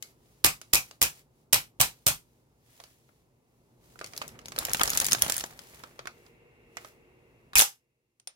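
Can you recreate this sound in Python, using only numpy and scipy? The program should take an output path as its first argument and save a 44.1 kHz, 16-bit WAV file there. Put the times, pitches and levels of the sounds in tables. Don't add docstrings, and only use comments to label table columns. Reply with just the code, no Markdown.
import sys
import numpy as np
from scipy import signal
from scipy.fft import irfft, next_fast_len
from scipy.io import wavfile

SR = 44100
rng = np.random.default_rng(int(sys.argv[2]) if len(sys.argv) > 2 else 0)


def digitize_waveform(pressure):
    field = np.atleast_2d(pressure).T
    bounded = np.clip(field, -1, 1)
    quanta = np.round(bounded * 32767).astype(np.int16)
    wavfile.write(sys.argv[1], SR, quanta)


N = 368235
HIT_SAMPLES = 12288
ROOM_T60_S, ROOM_BUILD_S, LEFT_MIC_LAG_S = 0.18, 0.007, 0.00022
GRIP_SHIFT_S, SHAKE_START_S, SHAKE_END_S = 3.97, 4.6, 5.43
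CATCH_S, RELEASE_S, CHAMBER_S, SLAM_S = 7.533, 7.555, 7.582, 7.5925
FOLLOW_S = 0.0022

# (frequency [Hz], left-right coherence [0..1])
MIC_COHERENCE = [(40, 0.96), (150, 0.94), (700, 0.65), (1300, 0.65), (2300, 0.36), (3500, 0.15),
                 (16000, 0.033)]
# (time [s], level [dB])
HUM_LEVELS = [(0, -64), (3.5, -68), (4.2, -55.5), (5.1, -49), (5.5, -59), (6.4, -63.5), (7.55, -62.5),
              (7.7, -81), (8.35, -85)]
HISS_LEVELS = [(0, -95), (5.6, -84), (6.1, -69), (6.7, -68), (7.5, -73.5), (7.8, -86.5), (8.35, -97.5)]
# (frequency [Hz], level re hiss [dB])
WHINE_TONES = [(362, -1.5), (403, -3.5), (462, 1), (2745, -9.5)]

# (frequency [Hz], relative density [dB])
HUM_SPECTRUM = [(15, -37.5), (25, -18), (54, 0.5), (91, -7), (120, 5.5), (198, -7.5), (235, -2), (297, -8),
                (364, -4.5), (476, -8), (645, -13.5), (934, -14.5), (1400, -23), (1900, -30), (3080, -46.5)]
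HISS_SPECTRUM = [(1600, -18), (2100, 1.5), (2400, -3.5), (2750, 0), (3000, -19), (4000, -27.5)]
RUSTLE_SPECTRUM = [(1060, -37.5), (1800, -2.5), (3840, -3), (7090, -2.5), (8670, -6), (9420, -3),
                   (14900, -6), (16000, -7)]
JOSTLE_SPECTRUM = [(35, -5), (65, 4), (130, -7.5), (280, -8), (600, 0), (1300, -3.5), (2000, -3),
                   (4000, -17)]
BOOM_SPECTRUM = [(25, -13), (50, 1), (90, -10.5), (125, 1), (200, -8), (300, -15.5), (600, -33)]
SPRING_SPECTRUM = [(2100, -15.5), (2300, -1.5), (2470, 3.5), (2650, -2.5), (2850, -11.5)]
LEVER_SPECTRUM = [(180, -60), (300, -39), (555, -15.5), (1040, -22.5), (3460, -13), (4520, -14),
                  (5340, -9.5), (8360, -19.5), (9240, -4), (10600, -26), (16000, -31)]
KNOCK_SPECTRUM = [(150, -21.5), (250, -12.5), (597, 1), (988, -8), (1120, -0.5), (1330, 2), (1910, -6.5),
                  (2160, -1.5), (2910, -9.5), (4120, -12.5), (4490, -10.5), (7980, -20), (8850, -28.5),
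                  (9660, -22.5), (16000, -39)]
RATTLE_SPECTRUM = [(88, -37), (150, 1), (448, -10), (745, 0), (1020, -6), (1240, 2.5), (2060, -4.5),
                   (7180, 0), (8560, -10.5), (9440, -4), (11700, -8), (14800, -15.5), (16000, -16)]
BOLT_SPECTRUM = [(88, -51.5), (150, -38.5), (545, -13), (649, -22), (805, -4), (998, -11), (1720, -6.5),
                 (2180, -8), (2550, -7.5), (7620, -0.5), (8560, -7), (9630, 1.5), (10400, -3.5),
                 (14500, -6), (16000, -18)]
CLACK_SPECTRUM = [(150, -39.5), (250, -18), (407, -18.5), (528, -11.5), (674, -14.5), (735, -8), (1700, -8),
                  (2530, -4), (2910, -4.5), (3980, -4.5), (6140, -3), (9010, -1), (10500, -5), (13400, -1),
                  (16000, -10)]

# (frequency [Hz], level re strike [dB], t60 [s])
LEVER_RING = [(552, -51, 0.056), (5160, -59, 0.19), (9100, -32.5, 0.057), (9560, -42, 0.065)]
SPRING_RING = [(2433, -21, 0.1), (2430, -26, 0.082), (5230, -33, .2), (7250, -31, .08)]
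BOLT_RING = [(6826, -18, .1), (9494, 0, .11), (11236, -1, .12), (14127, -9, .1)]
RECEIVER_RING = [(1197, -40.5, .12), (2400, -32, .16), (2624, -33.5, .16), (5170, -35, 0.12),
                 (7260, -30.5, 0.115), (9300, -32, .14), (13400, -34.5, .16)]

# (peak time [s], level [dB], length [s])
HAND_RUBS = [(0.074, -65.5, .1), (.33, -71.5, .25), (0.684, -72, 0.13), (0.867, -61, .15),
             (1.174, -58, .08), (1.39, -79, .1), (1.96, -70.5, .2), (2.298, -79.5, .25), (2.812, -63, .25),
             (3.104, -77.5, 0.23), (3.643, -84, .3), (3.875, -67.5, .1), (6.847, -59.5, .13)]
# (time [s], rustle [dB], jostle [dB])
SHAKE_LEVELS = [(3.9, -72, -82), (4.22, -53, -54), (4.42, -76, -66), (4.55, -61, -75), (4.61, -45, -36.5),
                (4.77, -40, -52.5), (4.82, -37.5, -36.5), (5.03, -33, -42), (5.18, -40, -47),
                (5.33, -36.5, -40), (5.44, -45.5, -54), (5.56, -61, -61.5), (5.63, -56.5, -59.5),
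                (5.8, -57, -58.5), (5.97, -70, -67), (6.27, -70, -68), (6.4, -90, -72), (7.5, -87.5, -75),
                (7.9, -89.5, -97.5)]
# (time [s], level [dB], t60 [s], centre [Hz])
BODY_CLUNKS = [(2.801, -50, 0.08, 652), (4.797, -36, .05, 1250), (4.81, -20.5, 0.063, 1240),
               (5.992, -54, 0.035, 1340), (6.072, -32, 0.035, 2180), (6.073, -34.5, 0.048, 1290),
               (6.77, -39, 0.079, 2050), (7.62, -20.5, 0.034, 779)]
# (time [s], relative level [dB], t60 [s], tilt [dB/oct], left-right [dB])
LEVER_CLICKS = [(8.1987, -48, 0.017, 2, 0.5), (8.2731, -31, 0.026, 1, -2.5)]
# (time [s], relative level [dB], tilt [dB/oct])
GRIP_KNOCKS = [(.025, -32, 10.5), (.6146, -38, 7.5), (.9113, -42, 4.5), (2.8011, -44, 3.5),
               (2.8386, -44, 5.5), (3.0908, -59.5, -7.5), (3.9564, -52.5, -13), (3.9907, -43, 6.5),
               (4.0129, -33, -1), (4.0433, -34, 5), (4.062, -41, 9.5), (4.1346, -39, 2),
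               (4.2163, -31, -0.5), (4.2793, -39, 16), (4.3906, -44.5, 4.5), (4.4574, -37.5, 7.5),
               (4.4836, -37.5, 8), (4.5205, -36.5, 3.5), (4.58, -30.5, -2), (5.5913, -39.5, 5.5),
               (5.8369, -37.5, 0), (5.992, -36.5, 0.5), (6.056, -41.5, -1), (6.0725, -33, 3),
               (6.264, -53, 2.5), (6.7699, -33, 3), (6.8473, -39.5, -0.5)]
SHAKE_CLACKS = [(4.177, -24.5, 4), (4.5876, -12, 6), (4.6254, -33.5, -14), (4.6511, -19, 2),
                (4.7336, -12, 9.5), (4.7466, -16.5, -3), (4.7957, -21, -3.5), (4.8137, -15.5, -3),
                (4.834, -10, 8), (4.8764, -17.5, 0), (4.9024, -13.5, 11), (4.974, -11.5, 4),
                (5.0015, -12.5, 5.5), (5.0452, -19.5, 4.5), (5.0661, -15.5, 9), (5.0856, -24.5, -3.5),
                (5.1126, -19, 3), (5.1202, -12.5, 1), (5.1314, -9, 3), (5.1484, -20, -3), (5.2212, -4.5, 9),
                (5.2637, -25.5, -11.5), (5.298, -16, 0.5), (5.3218, -17, 3.5), (5.3663, -16.5, 22),
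                (5.3801, -20.5, 2), (5.4087, -25, 1), (5.4395, -23.5, -3)]
# (time [s], relative clack level [dB], tilt [dB/oct], first touch re clack [dB],
# rebound delay [s], rebound re clack [dB], thud [dB], thud [Hz], spring [dB], body [dB], body [Hz])
FIST_BLOWS = [(0.4446, -7.5, -0.5, -6.5, .0107, -4, -26.5, 62, -25.5, -29, 340),
              (.734, -8, 0, -15, 0.012, -1.5, -29, 64.5, -21, -34, 350),
              (1.0156, -11, -.5, -21.5, .0107, 3, -30.5, 58.8, -27, -39.5, 338),
              (1.53, -7, 0, -8, 0.0082, -5, -29.5, 123, -34, -31.5, 600),
              (1.8024, -12.5, -0.5, -8.5, 0.01, 7.5, -28.5, 122, -31.5, -27.5, 685),
              (2.066, -9.5, 0, -14, 0.011, -0.5, -27.5, 123.5, -32, -29.5, 587)]


def from_db(db):
    return 10 ** (np.asarray(db) / 20)


def pan(left_right_db):
    return from_db([[left_right_db / 2], [-left_right_db / 2]])


def unit_rms(x):
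    return x / np.sqrt(np.mean(x ** 2) + 1e-20)


def in_time(rows):
    times_s, *columns = np.transpose(rows)
    return [np.interp(np.arange(N) / SR, times_s, column) for column in columns]


def at_hz(points, hz):
    points_hz, values = np.transpose(points)
    return np.interp(np.log(hz), np.log(points_hz), values)


def decay(t60_s):
    return from_db(-60 * np.arange(HIT_SAMPLES) / SR / max(t60_s, 1e-3))


def add(out, time_s, sound):
    start = int(time_s * SR)
    out[:, start:start + HIT_SAMPLES] += sound[..., :N - start]


def noise(spectrum, size=HIT_SAMPLES, tilt_db_oct=0, ripple_db=0):
    hz = np.maximum(np.fft.rfftfreq(size, 1 / SR), 1)
    outside_oct = np.abs(np.log2(hz / np.clip(hz, spectrum[0][0], spectrum[-1][0])))
    slope_db = tilt_db_oct * np.log2(np.clip(hz, 1300, 12000))
    gain = from_db(at_hz(spectrum, hz) + slope_db + ripple_db - 24 * outside_oct)
    coherence = at_hz(MIC_COHERENCE, hz)
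    mid, side = np.exp(2j * np.pi * rng.random((2, len(hz))))
    left, right = gain * (np.sqrt(1 + coherence) * mid + np.sqrt(1 - coherence) * side * [[1], [-1]])
    return unit_rms(irfft([left * np.exp(-2j * np.pi * hz * LEFT_MIC_LAG_S), right], size))


def steady(spectrum):
    return noise(spectrum, size=next_fast_len(N))[:, :N]


def room_tone(whine_width_hz=14):
    hum = from_db(in_time(HUM_LEVELS)[0]) * steady(HUM_SPECTRUM)
    flat = steady([(200, 0.0025), (4000, 0.0032)])
    whine = 0
    for hz, db in WHINE_TONES:
        resonator = signal.iirpeak(hz, hz / whine_width_hz, fs=SR)
        whine += from_db(db) * unit_rms(signal.lfilter(*resonator, flat))
    return hum + from_db(in_time(HISS_LEVELS)[0]) * (steady(HISS_SPECTRUM) + whine)


def grains(rate_hz, spread_db, t60_s, smooth_share):
    sizes = from_db(spread_db * np.minimum(rng.exponential(1, N), 3))
    impulses = sizes * (rng.random(N) < rate_hz / SR)
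    power_pole = 10 ** (-6 / (t60_s * SR))
    power = signal.lfilter([1], [1, -power_pole], impulses ** 2 + 1e-18)
    return np.sqrt(smooth_share + (1 - smooth_share) * power / power.mean())


def handling(resting_db=-82, grainy_above_db=-56, rub_jostle_db=-6.5):
    t = np.arange(N) / SR
    rubs = sum(from_db(db) / (1 + (2 * (t - peak_s) / length_s) ** 4)
               for peak_s, db, length_s in HAND_RUBS)
    shake, sway = from_db(in_time(SHAKE_LEVELS)) * (t > SHAKE_LEVELS[0][0])
    rubbing = shake + rubs + from_db(resting_db) * (t < RELEASE_S)
    smooth = 1 - 0.9 * rubbing / (rubbing + from_db(grainy_above_db))
    rustle = steady(RUSTLE_SPECTRUM) * grains(rate_hz=240, spread_db=5, t60_s=0.022, smooth_share=smooth)
    jostle = steady(JOSTLE_SPECTRUM) * grains(rate_hz=76, spread_db=8, t60_s=0.082, smooth_share=smooth)
    return rubbing * rustle + (sway + from_db(rub_jostle_db) * rubs) * jostle


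def mode_ripple_db(spread_db, spacing_hz=239):
    groups = rng.standard_normal(512)
    hz = np.fft.rfftfreq(HIT_SAMPLES, 1 / SR)
    depth_db = spread_db * np.minimum(hz / 1500, 1)
    return depth_db * np.interp(hz / spacing_hz, np.arange(len(groups)), groups)


def contacts(rows, spectrum, room_db, room_db_oct, trim_db, spread_db, snap_db):
    out = np.zeros((2, N))
    room = decay(ROOM_T60_S) * (1 - np.exp(-np.arange(HIT_SAMPLES) / SR / ROOM_BUILD_S))
    for time_s, db, t60_s, tilt_db_oct, pan_db in rows:
        ripple_db = mode_ripple_db(spread_db)
        envelope = decay(t60_s) + from_db(snap_db) * decay(t60_s / 4)
        crack = noise(spectrum, tilt_db_oct=tilt_db_oct, ripple_db=ripple_db) * envelope
        tail = noise(spectrum, tilt_db_oct=tilt_db_oct + room_db_oct, ripple_db=ripple_db) * room
        side = pan(np.clip(pan_db, -6, 6))
        wet = from_db(room_db) * np.sqrt(t60_s / ROOM_T60_S)
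        add(out, time_s, from_db(db + trim_db) * (side * crack + wet * tail))
    return out


def ring(strikes, modes, spread_db=0):
    out, t = np.zeros((2, N)), np.arange(HIT_SAMPLES) / SR
    for time_s, db in strikes:
        for hz, mode_db, t60_s in modes:
            gain = from_db(db + mode_db + spread_db * rng.standard_normal())
            add(out, time_s, gain * decay(t60_s) * np.sin(2 * np.pi * (hz * t + rng.random((2, 1)))))
    return out


def thuds(rows, swing_t60_s=0.085, boom_db=-7, boom_t60_s=0.25, swell_s=0.049):
    out, t = np.zeros((2, N)), np.arange(HIT_SAMPLES) / SR
    for time_s, db, hz in rows:
        swing = np.sin(2 * np.pi * hz * t) * decay(swing_t60_s)
        boom = from_db(boom_db) * noise(BOOM_SPECTRUM) * decay(boom_t60_s) * (1 - decay(swell_s))
        add(out, time_s, from_db(db) * (swing + boom))
    return out * pan(left_right_db=-5.5)


def spring(rows, t60_s=0.14, swell_s=0.027):
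    out = np.zeros((2, N))
    for time_s, db in rows:
        add(out, time_s, from_db(db) * noise(SPRING_SPECTRUM) * decay(t60_s) * (1 - decay(swell_s)))
    return out


def clunks(rows, flank_db=-16):
    out = np.zeros((2, N))
    for time_s, db, t60_s, hz in rows:
        resonance = [(hz / np.sqrt(2), flank_db), (hz, 0), (hz * np.sqrt(2), flank_db)]
        add(out, time_s, from_db(db) * noise(resonance) * decay(t60_s))
    return out


def lever():
    clicks = contacts(LEVER_CLICKS, LEVER_SPECTRUM,
                      room_db=-10, room_db_oct=-4.5, trim_db=-0.5, spread_db=2, snap_db=-24)
    return clicks + ring([(LEVER_CLICKS[-1][0], 0)], LEVER_RING)


def light_touches(start_s, end_s, count, above_db, tilt_db_oct):
    times_s = start_s + (end_s - start_s) * (np.arange(count) + rng.random(count)) / count
    jitter_db, jitter_db_oct = 3 * rng.standard_normal((count, 2)).T
    shake_s, vigour_db, _ = np.transpose(SHAKE_LEVELS)
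    levels_db = np.interp(times_s, shake_s, vigour_db) + above_db + jitter_db
    return list(zip(times_s, levels_db, tilt_db_oct + jitter_db_oct))


def scattered(rows, untilted_t60_s, pan_db, pan_spread_db=4.5, halving_db_oct=25):
    return [(time_s, db, untilted_t60_s * 2 ** (-tilt_db_oct / halving_db_oct), tilt_db_oct,
             pan_db + pan_spread_db * rng.standard_normal()) for time_s, db, tilt_db_oct in rows]


def loose_parts():
    light_clacks = light_touches(SHAKE_START_S, SHAKE_END_S, count=26, above_db=9, tilt_db_oct=-1)
    clacks = scattered(SHAKE_CLACKS + light_clacks, untilted_t60_s=0.023, pan_db=-0.5)
    light_knocks = light_touches(GRIP_SHIFT_S, SHAKE_START_S, count=8, above_db=19, tilt_db_oct=6.5)
    knocks = scattered(GRIP_KNOCKS + light_knocks, untilted_t60_s=0.035, pan_db=-1.5)
    metal = contacts(clacks, RATTLE_SPECTRUM,
                     room_db=-9, room_db_oct=-3, trim_db=-3, spread_db=6, snap_db=-6.5)
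    body = contacts(knocks, KNOCK_SPECTRUM,
                    room_db=-4.5, room_db_oct=-1.5, trim_db=0.5, spread_db=3.5, snap_db=-6.5)
    return metal + body


def bolt(short_t60_s=0.027, long_t60_s=0.031, bounce_s=0.009, pan_db=-2):
    hits = [(CATCH_S, -36.5, long_t60_s, -8, pan_db), (RELEASE_S, -10.5, short_t60_s, 0, pan_db)]
    scrapes_s = np.linspace(RELEASE_S, CHAMBER_S, 5)[1:-1]
    hits += [(time_s, -17.5 + 2 * k, long_t60_s, 0, pan_db) for k, time_s in enumerate(scrapes_s)]
    hits += [(time_s, -10.5, short_t60_s, 4, 0) for time_s in (CHAMBER_S, CHAMBER_S + FOLLOW_S)]
    hits += [(SLAM_S, -6, long_t60_s, 0, 0)]
    hits += [(SLAM_S + (k + 1) * bounce_s, -11.5 - 0.5 * k, long_t60_s, -1, pan_db) for k in range(3)]
    cracks = contacts(hits, BOLT_SPECTRUM,
                      room_db=-2.5, room_db_oct=-1.5, trim_db=-0.5, spread_db=5, snap_db=-19)
    steel = ring([(CHAMBER_S, -27), (SLAM_S, -16.5)], BOLT_RING)
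    coils = ring([(RELEASE_S, 0)], SPRING_RING) + spring([(RELEASE_S, -16)])
    return cracks + steel + coils + thuds([(RELEASE_S, -32, 52)])


def fist_blows(touch_lead_s=0.003, spring_delay_s=0.022, ring_db=7, pan_db=-2):
    touch_t60_s, clack_t60_s, body_t60_s = 0.011, 0.021, 0.11
    hits, jolts, swings, buzzes, hollows = [], [], [], [], []
    for (time_s, db, tilt_db_oct, touch_db, rebound_s, rebound_db,
         thud_db, thud_hz, spring_db, body_db, body_hz) in FIST_BLOWS:
        hits += [(time_s - touch_lead_s, db + touch_db, touch_t60_s, tilt_db_oct - 0.5, 2 * pan_db),
                 (time_s, db, clack_t60_s, tilt_db_oct, pan_db),
                 (time_s + FOLLOW_S, db - 1, clack_t60_s, tilt_db_oct, pan_db),
                 (time_s + rebound_s, db + rebound_db, clack_t60_s, tilt_db_oct + 2, pan_db),
                 (time_s + 1.7 * rebound_s, db - 2, clack_t60_s, tilt_db_oct + 2, 0)]
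        jolts.append((time_s + FOLLOW_S, db + ring_db))
        swings.append((time_s, thud_db, thud_hz))
        buzzes.append((time_s + spring_delay_s, spring_db))
        hollows.append((time_s, body_db, body_t60_s, body_hz))
    clacks = contacts(hits, CLACK_SPECTRUM,
                      room_db=-1.5, room_db_oct=-3.5, trim_db=-2, spread_db=3.5, snap_db=-19)
    receiver = ring(jolts, RECEIVER_RING, spread_db=5)
    return clacks + receiver + thuds(swings) + spring(buzzes) + clunks(hollows)


def scene():
    return fist_blows() + loose_parts() + clunks(BODY_CLUNKS) + bolt() + lever() + handling() + room_tone()


def record(dry):
    cutoff_hz = 15900
    lowpass = signal.ellip(10, 0.2, 70, cutoff_hz, fs=SR, output="sos")
    return signal.sosfilt(lowpass, np.clip(dry, -1, 1))


dry = scene()
out = record(dry)
digitize_waveform(out)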